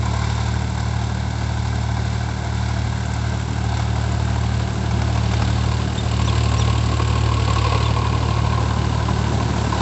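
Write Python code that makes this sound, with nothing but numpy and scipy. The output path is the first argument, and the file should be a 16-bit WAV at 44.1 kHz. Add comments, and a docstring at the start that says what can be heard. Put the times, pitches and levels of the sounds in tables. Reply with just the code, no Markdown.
"""Diesel tractor tilling a flooded field

A three-cylinder diesel pulls a rotary tiller, coming nearer as it circles. Patches of heavy and
light mud vary the load: the engine slows, then the governor makes it work harder. Periodic firing
drives the exhaust drone, knocks the block and rattles the sheet metal, while the injectors tick.
Muddy water churns under the blades and a small bird calls a few times."""
import sys
import numpy as np
from scipy.fft import rfft, irfft, next_fast_len
from scipy.io import wavfile
from scipy.ndimage import map_coordinates

SR = 44100
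rng = np.random.default_rng(int(sys.argv[2]) if len(sys.argv) > 2 else 0)


def pcm_store(signal):
    """Save signal as 16-bit PCM."""
    levels = np.round(np.clip(np.atleast_2d(signal), -1, 1) * 32767)
    wavfile.write(sys.argv[1], SR, levels.astype(np.int16).T)


N = 432621


# (time [s], drone level [dB], fourth-order level [dB], overtone level [dB]), at mean load
EXHAUST_LEVELS = [(0, -22, -36, -31), (1.2, -23, -39.5, -33.3), (3.2, -22.5, -39.5, -33.3),
                  (5.4, -20.5, -39, -29.5), (6.5, -19, -39.5, -31), (7.5, -19.5, -36.5, -35.5),
                  (8.2, -21, -32.5, -41.5), (8.9, -21.5, -32, -32), (9.81, -23.5, -36, -32.5)]
# exhaust orders: (frequency [multiple of the firing rate], relative level [dB])
DRONE_ORDERS = [(2, -2.5), (3, -1)]
OVERTONE_ORDERS = [(5, -2), (7, -15.5)]
FRACTIONAL_ORDERS = [(4 / 3, -26.5), (7 / 3, -30), (8 / 3, -23.5)]
# gas puff: (frequency [Hz], relative spectral density [dB])
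PUFF_SPECTRUM = [(28, -46.5), (50, -8.5), (90, -0.5), (170, 2.5), (260, -1.5), (370, -2.5), (520, -10.5),
                 (700, -13.5), (1500, -27.5)]
def exhaust(turn, fuel, puff_db):
    """Periodic gas pulses radiate a harmonic drone and puffs of noise; a lull thins the drone."""
    drone_db, fourth_db, overtone_db = curves(EXHAUST_LEVELS)
    throb = orders(turn, [(1, -51.5)], flutter_db=1)
    throb *= amp(placement(near_share=0.1, flank_db=6) + effort(fuel, bite_db=6, lull_db=12))
    drone = orders(turn, DRONE_ORDERS, flutter_db=-0.13) + orders(turn, FRACTIONAL_ORDERS, flutter_db=5)
    drone *= amp(drone_db + effort(fuel, bite_db=-0.2, lull_db=11))
    fourth = orders(turn, [(4, 0)], flutter_db=1)
    fourth *= amp(fourth_db + effort(fuel, bite_db=-3, lull_db=-11))
    overtones = orders(turn, OVERTONE_ORDERS, flutter_db=0.16)
    overtones *= amp(overtone_db + effort(fuel, bite_db=-0.5, lull_db=0.5))
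    gas = bursts(turn, TICK, delay=0.17, rise_s=0.0037, decay_s=0.034, scatter_db=1.5, floor=0.5)
    puffs = amp(puff_db + placement(near_share=0.87, flank_db=0)) * coloured(gas, PUFF_SPECTRUM)
    return throb + drone + fourth + overtones + puffs


def orders(turn, table, flutter_db):
    """Phase locking: partials of the three-firing cycle crest together as an exhaust valve opens."""
    return sum(np.sqrt(2) * amp(db + flutter_db * wobble(14))
               * np.cos(2 * np.pi * np.round(3 * order) / 3 * turn) for order, db in table)


# (place in the cycle [firings], knock level [dB], clatter level [dB], tick and puff level [dB])
CYLINDERS = [(0.721, -6, 1, -1.5), (1.749, -0.5, 1.5, 0.5), (2.65, -5, 3, -1.5)]
KNOCK, CLATTER, TICK = 1, 2, 3  # its level columns
def bursts(turn, column, delay, rise_s, decay_s, scatter_db, floor):
    """Impulsive excitation: noise flares at each firing and decays to a floor; delay is in firings."""
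    t = np.arange(N) / SR
    power = np.zeros(N)
    for cylinder in CYLINDERS:
        firings = np.arange(-1, 130) * len(CYLINDERS) + cylinder[0] + delay
        jitter, size = rng.standard_normal((2, len(firings)))
        starts = np.interp(firings + 0.015 * jitter, turn, t, left=-1, right=t[-1] + 1)
        latest = np.maximum(np.searchsorted(starts, t, side="right") - 1, 0)
        age = np.abs(t - starts[latest])
        strength = amp(cylinder[column] + scatter_db * size)[latest]
        power += (strength * (1 - np.exp(-age / rise_s)) * np.exp(-age / decay_s)) ** 2
    envelope = (unit(np.sqrt(power)) + floor) / (1 + floor)
    return envelope * rng.standard_normal(N)


# structural modes: (frequency [Hz], bandwidth [Hz], relative level [dB])
BLOCK_MODES = [(681.4, 81, 1.5), (841, 116, -0.5), (980, 136, -3), (1355, 160, -7.5), (1522, 90, -4),
               (1670, 100, -9)]
BONNET_SIDE_MODES = [(467, 68, -6.5), (1054, 41, -4), (1106, 62, 0), (2063, 75, -16.5), (2447, 110, -14)]
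BONNET_FRONT_MODES = [(368, 61, -7.5), (1005, 115, 2), (1072, 78, -10)]
# the bonnet's ring at mean load, which its panels beam to the side: (time [s], level [dB])
BONNET_LEVEL = [(0, -36), (0.4, -39), (1.6, -45.5), (3.5, -44.5), (4.8, -43), (5.9, -38.5), (6.5, -30.5),
                (7.5, -29), (8.2, -27), (8.9, -32.5), (9.81, -32.5)]
def knock(turn, fuel, block_db):
    """Forced vibration: combustion excites the modes of block and bonnet, harder with more fuel."""
    thuds = bursts(turn, KNOCK, delay=0.0096, rise_s=0.00075, decay_s=0.016, scatter_db=1, floor=1)
    blows = bursts(turn, KNOCK, delay=0, rise_s=0.0015, decay_s=0.014, scatter_db=4, floor=0.42)
    bonnet = crossfade(ringing(blows, BONNET_SIDE_MODES), ringing(blows, BONNET_FRONT_MODES), FACING)
    block_gain = amp(block_db + placement(near_share=0.2, flank_db=-2)
                     + effort(fuel, bite_db=3, lull_db=4.5))
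    bonnet_gain = amp(curves(BONNET_LEVEL)[0] + effort(fuel, bite_db=3.5, lull_db=14))
    return block_gain * ringing(thuds, BLOCK_MODES) + bonnet_gain * unit(bonnet)


# the engine's open side: (time [s], share facing the listener [0-1])
OPEN_SIDE = [(0, 0.01), (2.6, 0), (3.8, 0.33), (5, 0.62), (6.2, 0.81), (8.5, 0.95), (9.8, 0.54)]
# clatter from two directions: (frequency [Hz], relative spectral density [dB])
FRONT_SPECTRUM = [(1200, -20), (1600, 1), (1850, -6), (2040, 2), (2300, 4.5), (2500, -11), (2750, -3),
                  (3000, -10), (3550, 2.5), (4000, 0), (4500, -2), (5900, -6), (6400, -10), (8000, -10)]
SIDE_SPECTRUM = [(1200, -24.5), (1650, -10), (1900, -8), (2060, -4), (2220, -7), (2420, -1), (2800, 4),
                 (3300, -1), (3800, 1), (4600, -1), (5300, -7.5), (6200, -28), (8000, -6.5)]
def clatter(turn, fuel, clatter_db):
    """Directional radiation: diesel clatter is blurred from the front, crisp from the open side."""
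    blur = 0.2 + 0.6 * share(FACING)
    front = bursts(turn, CLATTER, delay=0.02, rise_s=0.0008, decay_s=0.021, scatter_db=2, floor=1)
    side = bursts(turn, CLATTER, delay=0.04, rise_s=0.0008, decay_s=0.009, scatter_db=0.6, floor=blur)
    rattle = crossfade(coloured(front, FRONT_SPECTRUM), coloured(side, SIDE_SPECTRUM), OPEN_SIDE)
    return rattle * amp(clatter_db + placement(near_share=0.28, flank_db=6.5)
                        + effort(fuel, bite_db=4.5, lull_db=7.5))


# injector tick: (time [s], level [dB])
TICK_LEVEL = [(0, -41), (2.2, -46.5), (3.2, -41), (5.3, -47.5), (6.5, -36), (7.6, -40.5), (8.3, -72),
              (9.1, -54), (9.81, -36)]
# (frequency [Hz], relative spectral density [dB])
TICK_SPECTRUM = [(4000, -28), (6300, -18), (6900, -9.5), (7350, 2.5), (7650, -2.5), (8000, -7)]
def injectors(turn):
    """Brief impacts radiate high frequencies: an injector ticks once per firing."""
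    ticks = bursts(turn, TICK, delay=0.19, rise_s=0.00077, decay_s=0.0049, scatter_db=3.5, floor=0.12)
    return amp(curves(TICK_LEVEL)[0]) * coloured(ticks, TICK_SPECTRUM)


# blows that stand out: (time [s], relative level [dB])
HARD_KNOCKS = [(0.135, -24), (0.482, -23), (3.772, -22), (3.796, -22), (4.434, -27), (4.911, -22),
               (5.019, -18.5), (5.151, -23), (5.176, -24), (5.312, -24), (5.336, -19.5), (5.421, -16),
               (5.5, -26), (5.635, -27), (6.215, -22.5), (7.021, -27), (7.559, -18.5), (7.644, -23),
               (7.778, -21.5), (8.126, -27.5), (9.401, -20.5)]
# (frequency [Hz], bandwidth [Hz], relative level [dB])
LOOSE_METAL_MODES = [(2250, 180, 6.5), (2860, 160, 0.5), (4280, 230, -5.5), (5350, 750, -1.5),
                     (6360, 430, -0.5)]
def hard_knocks():
    """Damped vibration: loose metal takes an occasional harder blow, a clank with a bright edge."""
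    t = np.arange(N) / SR
    envelope = np.zeros(N)
    for s, db in HARD_KNOCKS:
        age = np.maximum(t - s + 0.00091, 0)
        envelope += amp(db - 3.5) * (1 - np.exp(-age / 0.00016)) * np.exp(-age / 0.0082)
    clank = ringing(rng.standard_normal(N), BLOCK_MODES)
    edge = ringing(rng.standard_normal(N), LOOSE_METAL_MODES)
    return envelope * (clank + amp(-7.5) * edge)


# churned water: (frequency [Hz], relative spectral density [dB])
WATER_SPECTRUM = [(40, -53), (130, -10), (350, -11.5), (1100, -7), (2600, -15), (4500, -20.5),
                  (8000, -21.5)]
def tiller():
    """Turbulence: the blades churn muddy water into an uneven wash, louder as they near and bite."""
    splashes = rng.standard_normal(N) * amp(0.67 * wobble(9) + 2.9 * wobble(300))
    level_db = -37.5 + placement(near_share=0.2, flank_db=-2) + effort(load(), bite_db=1.5, lull_db=-1.5)
    return amp(level_db) * coloured(splashes, WATER_SPECTRUM)


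# (time [s], duration [s], start pitch [Hz], middle pitch [Hz], end pitch [Hz], level [dB])
WHISTLES = [(5.971, .04, 3200, 3680, 3380, -30.5), (6.247, .032, 5300, 5900, 5960, -37),
            (6.275, .028, 3980, 3430, 3170, -28), (6.576, .038, 5200, 5770, 5550, -31),
            (6.605, .028, 3950, 3480, 3200, -29), (7.842, .043, 3410, 3570, 3100, -30.5)]
def bird():
    """Frequency modulation: each whistle bends in one arc as it swells and fades, with a weak octave."""
    song = np.zeros(N)
    for s, length, start_hz, middle_hz, end_hz, db in WHISTLES:
        progress = np.linspace(0, 1, round(length * SR))
        hz = np.polyval(np.polyfit([0, 0.5, 1], [start_hz, middle_hz, end_hz], 2), progress)
        phase = 2 * np.pi * np.cumsum(hz) / SR
        tone = np.sin(phase) + amp(-15.5) * np.sin(2 * phase)
        swell = np.sqrt(2) * np.sin(np.pi * progress)
        song[round(s * SR):][:len(tone)] += amp(db) * swell * tone
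    return song


# heavy (+) or light (-) mud: (time the fuel answers [s], half-width [s], load [firings/s of slowing])
MUD_PATCHES = [(0.299, 0.174, 0.574), (0.688, 0.107, -0.204), (1.272, 0.189, -0.166),
               (2.387, 0.142, -0.288), (2.705, 0.114, 0.283), (3.049, 0.122, -0.221),
               (3.484, 0.136, -0.323), (3.775, 0.092, 0.405), (4.494, 0.09, 0.141), (4.756, 0.105, -0.402),
               (5.433, 0.137, 0.502), (5.967, 0.161, -0.428), (6.353, 0.09, 0.263), (6.627, 0.096, 0.275),
               (6.916, 0.114, -0.149), (7.657, 0.178, 0.845), (9.868, 0.131, 1.32)]
def load(ahead_s=0):
    """Drag on the tiller varies about its mean: a Gaussian swell or lull for each patch of mud."""
    t = np.arange(N) / SR + ahead_s
    return sum(size * np.exp(-((t - s) / half_width) ** 2) for s, half_width, size in MUD_PATCHES)


def effort(fuel, bite_db, lull_db):
    """Level follows load: dB gained per unit of extra load and lost per unit of lighter load."""
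    return bite_db * np.maximum(fuel, 0) + lull_db * np.minimum(fuel, 0)


# the tractor's approach: (time [s], gain [dB])
NEARNESS = [(0, 2), (1.2, 0), (3.2, 1.1), (5, 4), (6.5, 6.5), (7.7, 6), (8.8, 6.5), (9.81, 10)]
# the bonnet's front: (time [s], share facing the listener [0-1])
FACING = [(0, 0.82), (4.5, 1), (6.2, 0.29), (7.8, 0.3), (8.8, 0.9), (9.8, .95)]
def placement(near_share, flank_db):
    """Spreading and directivity: dB a part gains as the tractor nears and shows its flank."""
    return near_share * curves(NEARNESS)[0] + flank_db * (1 - share(FACING))


def amp(db):
    """Amplitude ratio of a level in decibels."""
    return 10 ** (np.asarray(db) / 20)


def unit(x):
    """Normalisation to rms 1."""
    return x / np.sqrt(np.mean(x ** 2) + 1e-20)


def curves(rows):
    """Linear interpolation: one value per sample for each column after the time."""
    s, *columns = np.transpose(rows)
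    return [np.interp(np.arange(N) / SR, s, column) for column in columns]


def share(rows):
    """A proportion over time, bounded by 0 and 1."""
    return np.clip(curves(rows)[0], 0, 1)


def crossfade(a, b, rows):
    """Power addition: a gives way to b as the tabled share goes from 0 to 1."""
    weight = share(rows)
    return np.sqrt(1 - weight) * a + np.sqrt(weight) * b


def wobble(rate):
    """Random modulation: a smooth curve through rate knots a second."""
    return map_coordinates(rng.standard_normal(int(N * rate / SR) + 4), [np.arange(N) * rate / SR])


def filtered(x, response):
    """Linear filtering: the spectrum of x times a frequency response."""
    size = next_fast_len(N + SR // 2)
    return irfft(rfft(x, size) * response(np.fft.rfftfreq(size, 1 / SR)), size)[:N]


def coloured(x, spectrum):
    """Spectral shaping by (frequency [Hz], level [dB]) points on a log axis, at rms 1."""
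    points_hz, db = np.transpose(spectrum)
    return unit(filtered(x, lambda hz: amp(np.interp(np.log(hz + 1), np.log(points_hz), db))))


def ringing(x, modes):
    """Modal superposition: x drives damped resonators of alternating sign, at rms 1."""
    def response(hz):
        return sum((-1) ** k * amp(db) * 1j * hz * width / (centre ** 2 - hz ** 2 + 1j * hz * width)
                   for k, (centre, width, db) in enumerate(modes))
    return unit(filtered(x, response))


# a short reflection, strongest while the tractor is far: (time [s], amplitude [ratio to direct sound])
REFLECTION = [(0, 0.28), (3.2, 0.31), (4.2, 0.082), (6, 0.037), (9.8, 0.07)]
def reflection(direct, delay_s):
    """Comb filtering: an echo just behind the direct sound cuts evenly spaced, hollow notches."""
    strength = curves(REFLECTION)[0]
    echo = filtered(direct, lambda hz: np.exp(-2j * np.pi * hz * delay_s))
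    return (direct - strength * echo) / np.sqrt(1 + strength ** 2)


# the governor's target: (time [s], firing rate [Hz])
SET_SPEED = [(0, 37.672), (2, 37.698), (5, 37.569), (7.5, 37.401), (9, 37.644), (9.81, 37.624)]
GOVERNOR_LAG_S = 0.109
def scene():
    """Speed governing: one crankshaft times the firings; load slows it at once and fuel follows."""
    firing_hz = curves(SET_SPEED)[0] - load(ahead_s=GOVERNOR_LAG_S)
    turn = np.cumsum(firing_hz) / SR - 0.242  # crank position [firings]
    fuel = load()
    low_parts = knock(turn, fuel, block_db=-34.5) + hard_knocks() + tiller()
    return (exhaust(turn, fuel, puff_db=-34) + reflection(low_parts, delay_s=0.00168)
            + clatter(turn, fuel, clatter_db=-38.5) + injectors(turn) + bird())


TOP_HZ, TAPER_HZ = 8150, 500
def record(dry):
    """Band limiting: the treble tapers to nothing at the top frequency."""
    return filtered(dry, lambda hz: np.clip((TOP_HZ - hz) / TAPER_HZ, 0, 1))


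dry = scene()
out = record(dry)
pcm_store(out)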